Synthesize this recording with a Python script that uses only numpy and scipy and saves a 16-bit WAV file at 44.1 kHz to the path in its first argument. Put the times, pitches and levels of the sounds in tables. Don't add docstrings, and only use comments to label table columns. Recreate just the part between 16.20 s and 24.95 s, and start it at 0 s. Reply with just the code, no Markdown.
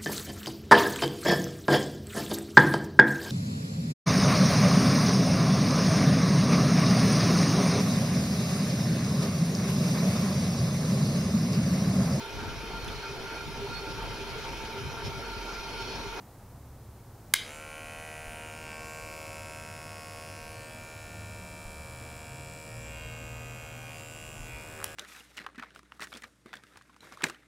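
import sys
import numpy as np
from scipy import signal
from scipy.fft import rfft, irfft
from scipy.io import wavfile
from scipy.ndimage import uniform_filter1d, map_coordinates

SR = 44100
rng = np.random.default_rng(int(sys.argv[2]) if len(sys.argv) > 2 else 0)


def transcribe(signal):
    frames = np.atleast_2d(signal).T
    limited = np.clip(frames, -1, 1)
    pcm = np.round(limited * 32767).astype(np.int16)
    wavfile.write(sys.argv[1], SR, pcm)


N = 385875
STEP = 64

# (t/s, hold: 0 upright, 1 laid back, 2 raised, 3 blade forward, 4 rolled over, 5 thumb on lever)
HOLD_PATH = [(2.2, 0.), (2.65, 1.), (4.2, 1.), (4.55, 2.), (6.55, 2.), (6.8, 3.), (7.66, 3.), (7.8, 4.),
             (8.22, 4.), (8.32, 5.)]
# (share of the turn, relative level/dB into belly, grip, head, low and high blade modes)
TURN_KNOCKS = [(.17, -14, -4, -22, -9, 0), (.27, 0, 0, 0, 0, -8), (.48, -12, -8, -4, -10, -20),
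               (.65, -14, -5, -20, -8, -9), (.77, -14, -9, -16, -7, -9), (.9, -1, -3, -24, -12, -16)]
# (t/s, level/dB)
LEVER_RATTLES = [(8.590, -37), (8.6025, -34), (8.6155, -32), (8.628, -31), (8.6432, -28)]
# (t/s, f/Hz in turns per second)
RUNNING_SPEED = [(3.0, 78.32), (4.2, 78.41), (5.5, 78.2), (7.5, 78.09), (8.75, 78.14)]


def undb(db):
    return 10 ** (np.asarray(db) / 20)


def unit(x):
    return x / np.sqrt(np.mean(x ** 2))


def curve(rows):
    s, *columns = np.transpose(rows)
    return [np.interp(np.arange(N) / SR, s, c) for c in columns]


def walk(rate):
    k = int(SR / rate)
    steps = np.repeat(rng.standard_normal(N // k + 1), k)
    return 1.09 * uniform_filter1d(uniform_filter1d(steps, k), k)[:N]


def clicks(seconds, sizes):
    at = np.asarray(seconds) * SR
    near = np.floor(at).astype(int)[:, None] + np.arange(-8, 9)
    off = near - at[:, None]
    pulses = np.sinc(off) * np.cos(np.pi * off / 18) ** 2
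    out = np.zeros(N + 16)
    np.add.at(out, near, np.asarray(sizes)[:, None] * pulses)
    return out[:N]


def ring(x, hz, width_hz, order=1):
    r = np.exp(-np.pi * width_hz / SR)
    section = [0.494, 0.00073, -0.45, 1, -2 * r * np.cos(2 * np.pi * hz / SR), r * r]
    return signal.sosfilt([section] * order, x)


def coloured(points):
    hz, db = np.transpose(points)
    f = np.maximum(np.fft.rfftfreq(N, 1 / SR), 1)
    weight = undb(np.interp(np.log(f), np.log(hz), db))
    return unit(irfft(rfft(rng.standard_normal(N)) * weight, N))


def by_hold(values):
    return np.interp(np.clip(curve(HOLD_PATH)[0], 0, 5), np.arange(6), values)


def fine(slow):
    return np.repeat(slow, STEP, axis=-1)[..., :N]


def street():
    # (f/Hz, relative level/dB per Hz)
    rumble_spectrum = [(15, -31), (28, -7), (60, -6), (130, -9), (170, -11), (300, -14.5), (470, -18.5),
                       (860, -19), (1400, -27), (3000, -37.5)]
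    # (t/s, level/dB)
    rumble_level = [(0, -50.5), (1.5, -52), (3, -50), (4.5, -50), (6, -50), (7, -51), (8.75, -50)]
    # (t/s, length/s, first f/Hz, last f/Hz, level/dB before fade and throb)
    drones = [(0, 1.2, 120.4, 115.5, -53), (.3, 0.71, 137.1, 131.7, -55), (.2, 0.7, 74.8, 67, -54),
              (2.3, 0.73, 128.8, 128, -61), (3.0, 1.77, 91.55, 96.34, -50.5),
              (3.2, 0.52, 124, 120.8, -55.5), (4.3, 0.57, 116.8, 120.2, -53.5),
              (4.7, 0.98, 106.4, 101.1, -48.5), (4.7, 1.64, 79.6, 73.1, -50),
              (5.6, 0.46, 121.7, 123.8, -51.5), (6.05, 0.4, 125.8, 136.3, -49),
              (6.35, 2.2, 113, 125.3, -47.5), (6.5, 1.2, 57.7, 61.8, -50), (6.65, 0.65, 93, 92, -55),
              (3.3, .7, 150.6, 155.4, -59), (4.7, 2, 178.4, 179.7, -58), (6.4, 0.61, 142, 151.7, -56),
              (8.0, 0.58, 61, 63.4, -59)]
    rise_share, fall_db = 0.17, 4.5
    bend = .5
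    hum_hz, hum_db = 100, -56.5

    out = coloured(rumble_spectrum) * undb(curve(rumble_level)[0] + 1.3 * walk(2.09))
    waver, throb_db = 1 + 0.00726 * walk(6), 2.8 * walk(9)
    hum_gain = np.sqrt(2) * undb(hum_db + 0.68 * walk(3.8))
    hum_phase = 2 * np.pi * np.cumsum(hum_hz * (1 + 0.0072 * walk(3.17))) / SR
    out += hum_gain * np.sin(hum_phase)
    for row, (s, length, first_hz, last_hz, db) in enumerate(drones):
        at = np.arange(int(s * SR), min(int((s + length) * SR), N))
        gone = np.clip((at / SR - s) / length, 0, 1)
        own = (at + row * N // len(drones)) % N
        edge = np.clip(np.minimum(gone, 1 - gone) / rise_share, 0, 1)
        swell = np.sin(np.pi / 2 * edge) * undb(-fall_db * gone)
        pitch_hz = (first_hz + (last_hz - first_hz) * gone ** bend) * waver[own]
        phase = 2 * np.pi * np.cumsum(pitch_hz) / SR
        tone = np.sin(phase) + undb(-15.0) * np.sin(2 * phase)
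        out[at] += swell * np.sqrt(2) * undb(db + throb_db[own]) * tone
    return out


def snaps():
    # (t/s, level/dB, treble tilt/dB per octave, rebound delay/s, rebound level/dB, crack level/dB)
    snap_events = [(1.1386, -5, 4, 0.001825, -5.5, -10), (8.6423, -26.5, 10, 0.001193, 3, -28)]
    # (f/Hz, width/Hz, relative level/dB before the tilt)
    snap_modes = [(1640, 130, 6), (2090, 180, 9), (2820, 1130, -1), (3640, 440, -7), (4870, 220, -4.5),
                  (5300, 230, 0), (5800, 320, -4.5), (7700, 610, -6), (8650, 620, -21), (9560, 840, -8),
                  (10900, 700, -17), (11200, 680, -22), (12700, 900, -25), (15600, 1500, -22)]
    crack_t60_s, crack_hz, crack_width_hz = 0.0098, 9760, 4800

    out = np.zeros(N)
    after = np.arange(int(.02 * SR))
    for s, db, tilt_db, rebound_s, rebound_db, crack_db in snap_events:
        blow = clicks([s - .001, s, s + .00037, s + .0009], undb([-21, -2, 0, -6]) * [1, 1, -1, 1])
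        rebound = clicks([s + rebound_s], [undb(rebound_db)])
        crack = unit(ring(rng.standard_normal(len(after)), crack_hz, crack_width_hz, order=2))
        out[int(s * SR) + after] += undb(crack_db - 60 * after / SR / crack_t60_s) * crack
        for hz, width_hz, mode_db in snap_modes:
            octaves = np.log2(hz / 3000)
            hit = blow + undb(-5 * octaves) * rebound
            mode_gain = undb(db + mode_db + tilt_db * octaves) * width_hz / 1000
            out += mode_gain * ring(hit, hz, width_hz)
    s, db = np.transpose(LEVER_RATTLES)
    knock = ring(clicks([.01], [1]), 1090, 1350, order=2)
    rattle = -ring(clicks(s, undb(db)), 1140, 990, order=2) / np.max(np.abs(knock))
    s, db = np.transpose(snap_events)[:2]
    thump = ring(clicks(s, undb(db - 13)), 1110, 480)
    low_cut = signal.butter(3, 1150, "high", fs=SR, output="sos")
    return signal.sosfilt(low_cut, out) + rattle + thump


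def room(x):
    # (t/s, level/dB against a tail of unit energy)
    wall_echoes = [(0.0145, -15), (.021, -12)]
    t60_s, onset_s = 0.43, 0.007

    t = np.arange(int(.6 * SR)) / SR
    low = unit(ring(rng.standard_normal(len(t)), 3000, 1960))
    high = unit(ring(rng.standard_normal(len(t)), 9500, 17000))
    tail = low * undb(-60 * t / t60_s) + undb(-1.0) * high * undb(-60 * t / (0.24 * t60_s))
    tail = tail * np.clip(t / onset_s - .6, 0, 1)
    tail /= np.sqrt(np.sum(tail ** 2))
    for s, db in wall_echoes:
        tail[int(s * SR) + np.arange(5)] += undb(db) * np.hanning(5)
    return signal.fftconvolve(x, tail)[:N]


def clipper():
    # (shortfall/Hz, time constant/s)
    shortfalls = [(52, .062), (1.7, .55)]
    # (t/s, level/dB)
    nearness = [(1.3, -44.5), (1.33, -47), (2.25, -46), (2.39, -47.5), (2.53, -46), (3.1, -46),
                (3.5, -47.5), (4.2, -48), (4.8, -50.5), (6.45, -50), (6.8, -49.5), (7.45, -49.5),
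                (8.15, -51.5), (8.56, -49)]
    # (level/dB in hold 0, 1, 2, 3, 4, 5)
    head_db = [-2.1, -2.5, -2.1, -0.5, 0, -2.2]
    blade_db = [-8.5, -8, -6, -8, -4, -6.5]
    # (t/s, rise/dB, length/s)
    head_swells = [(2.506, 1.5, .15), (6.79, 2, 0.35), (7.714, 2, 0.16), (8.002, 1.5, 0.13),
                   (8.34, 3, 0.12), (8.72, -3, 0.17)]
    # (t/s, rise/dB, length/s)
    start_s, start_rise_db, start_length_s = (1.35, 2.7, .09)
    switch_on_s = 1.14
    spin_up_db = 82

    t = np.arange(N) / SR
    running = t > switch_on_s
    since_on = np.maximum(t - switch_on_s, 0)
    speed_hz = curve(RUNNING_SPEED)[0] - sum(hz * np.exp(-since_on / s) for hz, s in shortfalls)
    turns = np.cumsum(speed_hz * running) / SR
    turns += (TURN_KNOCKS[1][0] - np.interp(LEVER_RATTLES[0][0], t, turns)) % 1
    slide = rng.standard_normal(N) * (1 + .5 * np.cos(4 * np.pi * (turns - .25)))
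    grip, head = shell(turns, slide)
    swell_db = sum(db * np.exp(-(2 * (t - s) / length) ** 2) for s, db, length in head_swells)
    start_db = start_rise_db * np.exp(-(2 * (t - start_s) / start_length_s) ** 2)
    parts = grip + head * undb(by_hold(head_db) + swell_db)
    parts = parts + blades(turns, slide) * undb(by_hold(blade_db) + start_db)
    speed_db = spin_up_db * np.log10(speed_hz / speed_hz.max())
    return running * parts * undb(curve(nearness)[0] + speed_db)


def shell(turns, slide, rough_db=-19):
    # (multiple, relative level/dB)
    partials = [(2, -16.0), (3, -9.0), (4, -10.0), (5, -12.0), (6, -1.5), (7, 1.0), (8, -0.0), (9, 0.5),
                (10, -6.5), (11, -8.5), (12, -2.5), (13, -9.5), (14, -5.0), (15, -7.5), (16, -6.0),
                (17, -7.5), (18, -3.5), (19, -0.5), (20, -1.0), (21, -7.0), (22, -8.5), (23, -8.5),
                (24, -5.0), (25, -6.5), (26, -7.5), (27, -9.0), (28, -3.0), (29, -0.5), (30, -1.0),
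                (31, -1.5), (32, 0.5), (33, -1.0), (34, -3.0), (35, -4.5), (36, -5.5), (37, -7.5),
                (38, -9.0), (39, -8.5), (40, -13.5), (41, -11.5), (42, -14.5), (43, -12.0), (44, -18.0)]
    # (f/Hz, level/dB in hold 0, 1, 2, 3, 4, 5)
    hold_shades = [(391, -0.0, 0.0, 0.0, -0.0, -0.0, -0.0), (547, -1.5, -0.5, 1.0, 0.5, -0.5, 1.0),
                   (703, 2.0, 1.5, 1.0, -1.5, 2.5, -3.0), (860, 3.5, 0.0, -2.5, 1.5, -3.5, 0.5),
                   (938, 1.0, 3.5, 3.5, -1.5, -6.5, 0.5), (1016, -4.0, -2.5, -1.0, 3.0, 1.5, 3.0),
                   (1094, -3.0, 5.0, -3.0, -4.0, 1.0, -2.0), (1250, -6.0, -8.5, -0.0, 5.0, 5.0, 4.5),
                   (1328, 2.5, 5.0, -2.0, -3.5, -1.5, -1.0), (1407, 5.5, 2.5, 4.5, 1.0, -6.0, -2.0),
                   (1485, -2.5, -4.0, -4.5, 4.0, 3.0, 4.0), (1563, 3.5, 2.0, -1.5, 1.0, -4.0, -0.5),
                   (1641, 0.0, -4.5, -3.0, 2.5, 2.0, 2.5), (1797, 1.0, 1.0, 6.5, -2.0, -7.0, 0.5),
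                   (1875, -2.0, 1.5, 1.0, -2.0, -3.5, -1.5), (1954, 5.0, -1.0, -5.5, -1.0, 0.0, 2.5),
                   (2110, 0.0, 2.0, -5.0, -0.5, 1.5, 2.0), (2188, 0.5, 3.5, -4.5, 3.5, -6.0, 3.5),
                   (2266, -1.5, 0.5, 3.0, -3.5, 2.0, -0.5), (2344, 4.5, 2.5, 7.0, -4.0, -10.0, -0.0),
                   (2422, -2.0, -7.5, -1.0, 5.0, 3.0, 2.5), (2500, 1.0, 1.0, -1.0, 2.5, -6.0, 3.0),
                   (2579, -6.5, 4.0, -1.0, -0.5, 2.5, 1.0), (2657, 3.0, 1.5, -1.0, 0.5, 3.0, -6.5),
                   (2735, -7.0, 0.5, -3.0, 2.5, 5.5, 1.5), (2891, 2.5, -0.5, -2.0, -0.5, 1.5, -1.0),
                   (3047, 4.5, -1.5, -2.5, 0.5, 1.5, -2.5), (3204, -3.5, -4.5, 1.5, 6.5, 4.0, -4.5),
                   (3438, -4.0, 2.0, -2.0, -4.0, 2.5, 5.0)]
    part_from = [13, 23]
    # (f/Hz, width/Hz)
    part_modes = [(900, 450), (900, 510), (2400, 350)]
    # (knock counted from 0, level/dB in hold 0, 1, 2, 3, 4, 5)
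    swing = [(1, 0, 1, 0, -12, -12, -6), (1, 0, 0, 0, 0, 0, 0), (2, -1, -5, 7, 2, -5, 4)]

    share, *knock_db = np.transpose(TURN_KNOCKS)
    hold = np.clip(curve(HOLD_PATH)[0][::STEP], 0, 5)
    turn_hz = RUNNING_SPEED[-1][1]
    shade_hz, *shade_db = np.transpose(hold_shades)
    sound, power = np.zeros((2, N)), np.zeros((2, len(hold)))
    for k, db in partials:
        k = round(k)
        hz = k * turn_hz
        part = np.searchsorted(part_from, k, side="right")
        knocks = undb(knock_db[part]) * np.exp(-2j * np.pi * k * share)
        swung, *swing_db = swing[part]
        total = knocks.sum() + (undb(swing_db) - 1) * knocks[swung]
        mode_hz, width_hz = part_modes[part]
        lag = np.unwrap(np.angle(total)) - np.arctan((hz - mode_hz) / (width_hz / 2))
        line = np.sqrt(2) * np.cos(2 * np.pi * k * turns + fine(np.interp(hold, np.arange(6), lag)))
        rough = undb(rough_db) * unit(ring(slide, hz, turn_hz))
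        gain = aim([db + np.interp(hz, shade_hz, shade) for shade in shade_db])
        row = part // 2
        sound[row] += fine(gain * glint(hz)) * (line + rough)
        power[row] += gain ** 2
    return sound / fine(np.sqrt(power))


def aim(hold_db, still_db=2.4, turning_db=1.87):
    coarse = np.arange(0, N, STEP) / SR
    hold = np.clip(np.interp(coarse, *np.transpose(HOLD_PATH)), 0, 5)
    turning = np.sqrt(np.abs(uniform_filter1d(np.gradient(hold, coarse), 240)))
    slow, quick = (np.interp(coarse, np.linspace(0, N / SR, n), rng.standard_normal(n)) for n in (24, 80))
    return undb(np.interp(hold, np.arange(6), hold_db) + still_db * slow + turning_db * turning * quick)


def glint(hz):
    # (t/s, f/Hz, width/Hz, level/dB, length/s)
    flashes = [(1.35, 7450, 600, 7, .14), (2.17, 9300, 600, 5, 0.2), (2.3, 10100, 800, -4, 0.3),
               (2.7, 7500, 600, 3.5, .12), (2.68, 7100, 500, 4, 0.16), (2.44, 11000, 600, -12, 0.38),
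               (2.2, 6800, 500, 2, 0.68), (2.73, 3400, 500, -19, 0.37), (8.35, 2320, 430, 5.5, 0.22),
               (8.05, 2580, 300, 5, 0.37), (8.0, 2660, 160, -12, 0.58), (7.72, 2500, 280, 2.5, 0.12),
               (6.85, 3200, 250, 8, 0.14), (7.06, 1250, 56, 4.5, 0.58), (8.65, 1850, 520, 4, 0.33),
               (8.6, 400, 100, 16.5, 0.25), (3.77, 2395, 130, -23, 0.81), (2.27, 3050, 210, 2, .6),
               (1.9, 3360, 250, -14, .3), (2.7, 3400, 250, 5, .5), (3.8, 4500, 250, -8, .7),
               (5.6, 2840, 170, -9, 1), (4.1, 10300, 700, 3, 1.2), (3.9, 5100, 700, 4.5, 0.99),
               (6.4, 7500, 750, 4.5, 1.3), (4.6, 7400, 700, -6, .6), (7.9, 9400, 600, 4, 0.68),
               (1.24, 1370, 730, -6, .15)]
    coarse = np.arange(0, N, STEP) / SR
    total_db = 0
    for s, at_hz, width_hz, db, length in flashes:
        off_pitch, off_time = 2 * (hz - at_hz) / width_hz, 2 * (coarse - s) / length
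        total_db = total_db + db * np.exp(-off_pitch ** 2 - off_time ** 2)
    return undb(total_db)


def blades(turns, slide, jitter_s=3e-6, scatter_db=.7, rough_db=-18):
    # (f/Hz, width/Hz, relative level/dB in hold 0, 1, 2, 3, 4, 5)
    blade_modes = [(3710, 500, -15.0, -16.5, -17.5, -12.5, -13.0, -16.5),
                   (4250, 500, -17.5, -14.0, -10.5, -14.5, -24.0, -18.0),
                   (4800, 500, -13.0, -9.5, -14.0, -11.0, -13.5, -14.0),
                   (5350, 500, -13.5, -9.5, -10.5, -15.5, -15.5, -16.5),
                   (6000, 500, -11.5, -12.0, -15.5, -10.0, -11.5, -14.0),
                   (6780, 500, -12.0, -10.0, -10.5, -10.0, -10.0, -11.5),
                   (7450, 500, -11.0, -8.5, -7.0, -6.0, -5.0, -5.0),
                   (7950, 500, -22.5, -13.5, -9.5, -10.5, -9.0, -9.0),
                   (8600, 700, -8.0, -10.5, -12.0, -11.5, -15.0, -10.0),
                   (9300, 650, -10.5, -15.0, -19.0, -12.5, -11.0, -12.5),
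                   (10100, 500, -5.0, -8.5, -7.0, -13.5, -11.5, -11.5),
                   (10800, 500, -16.0, -18.5, -19.0, -16.0, -16.0, -16.5),
                   (11500, 500, -20.5, -18.0, -19.0, -14.0, -22.5, -13.5),
                   (12100, 600, -18.0, -19.0, -19.0, -18.5, -17.0, -17.0),
                   (13000, 900, -23.5, -22.0, -22.5, -17.5, -20.5, -18.0),
                   (14400, 1600, -22.5, -16.5, -19.5, -21.5, -21.5, -19.5)]
    high_blade_hz = 6500
    knock_shift = .006
    teeth_db = -3

    turn_hz = RUNNING_SPEED[-1][1]
    whole, low, high = np.arange(1, turns[-1] - .3), 0, 0
    for share, *_, low_db, high_db in TURN_KNOCKS:
        chance = rng.standard_normal((len(whole), 2)).T
        when = np.interp(whole + share, turns, np.arange(N) / SR, right=N / SR - .001)
        when = when + jitter_s * chance[0]
        shift = knock_shift * (by_hold(rng.standard_normal(6)) + .4 * walk(1.2))
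        when += shift[(when * SR).astype(int)] / turn_hz
        blow = clicks(when, undb(scatter_db * chance[1]))
        low, high = low + undb(low_db) * blow, high + undb(high_db) * blow
    count = int(SR / turn_hz)
    facing = by_hold(np.arange(6)) + 0.45 * walk(1.3)
    pattern = rng.standard_normal((7, count))
    teeth = map_coordinates(pattern, [facing, turns % 1 * count], mode="grid-wrap")
    teeth = teeth * (1 + 0.5 * np.cos(4 * np.pi * (turns - .22)))
    grating = undb(teeth_db) * teeth + undb(rough_db) * slide
    drives = [grating - unit(blows) for blows in (low, high)]
    sound, power = 0, 0
    for row, (hz, width_hz, *hold_db) in enumerate(blade_modes):
        gain = (-1) ** row * aim(hold_db, still_db=0.55, turning_db=1.5)
        mode = unit(ring(drives[int(hz > high_blade_hz)], hz, width_hz, order=2))
        sound = sound + fine(gain * glint(hz)) * mode
        power = power + gain ** 2
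    return sound / fine(np.sqrt(power))


def bumps():
    # (t/s, peak level/dB, f/Hz, t60/s)
    bench_bumps = [(2.069, -41, 40, 0.09), (5.45, -41, 30, 0.12), (6.85, -48, 48, 0.14),
                   (8.189, -40.5, 37.6, 0.17), (8.32, -43, 56, .2)]
    out = np.zeros(N)
    for s, db, hz, t60 in bench_bumps:
        width_hz = np.log(1000) / np.pi / t60
        thud = ring(clicks([s], [1]), hz, width_hz, order=2)
        out += undb(db) * thud / np.max(np.abs(thud))
    return out


def scene():
    buzz, snap = clipper(), snaps()
    echo = room(undb(-17) * buzz + undb(-12.5) * snap)
    mid = buzz + snap + echo + bumps() + street()
    return np.array([mid, mid])


def record(dry):
    # (f/Hz, relative level/dB per Hz)
    side_spectrum = [(100, -47), (250, 23), (600, 21), (1000, 7), (2000, -13), (4000, 19.5), (12000, 23)]
    hiss_db, side_db, top_hz = -73.5, -66.5, 15650
    hiss = undb(hiss_db) * rng.standard_normal(N)
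    side = undb(side_db) * coloured(side_spectrum) * np.array([[1], [-1]])
    top_cut = signal.ellip(10, .2, 70, top_hz, fs=SR, output="sos")
    return signal.sosfilt(top_cut, np.clip(dry + hiss + side, -1, 1))


dry = scene()
out = record(dry)
transcribe(out)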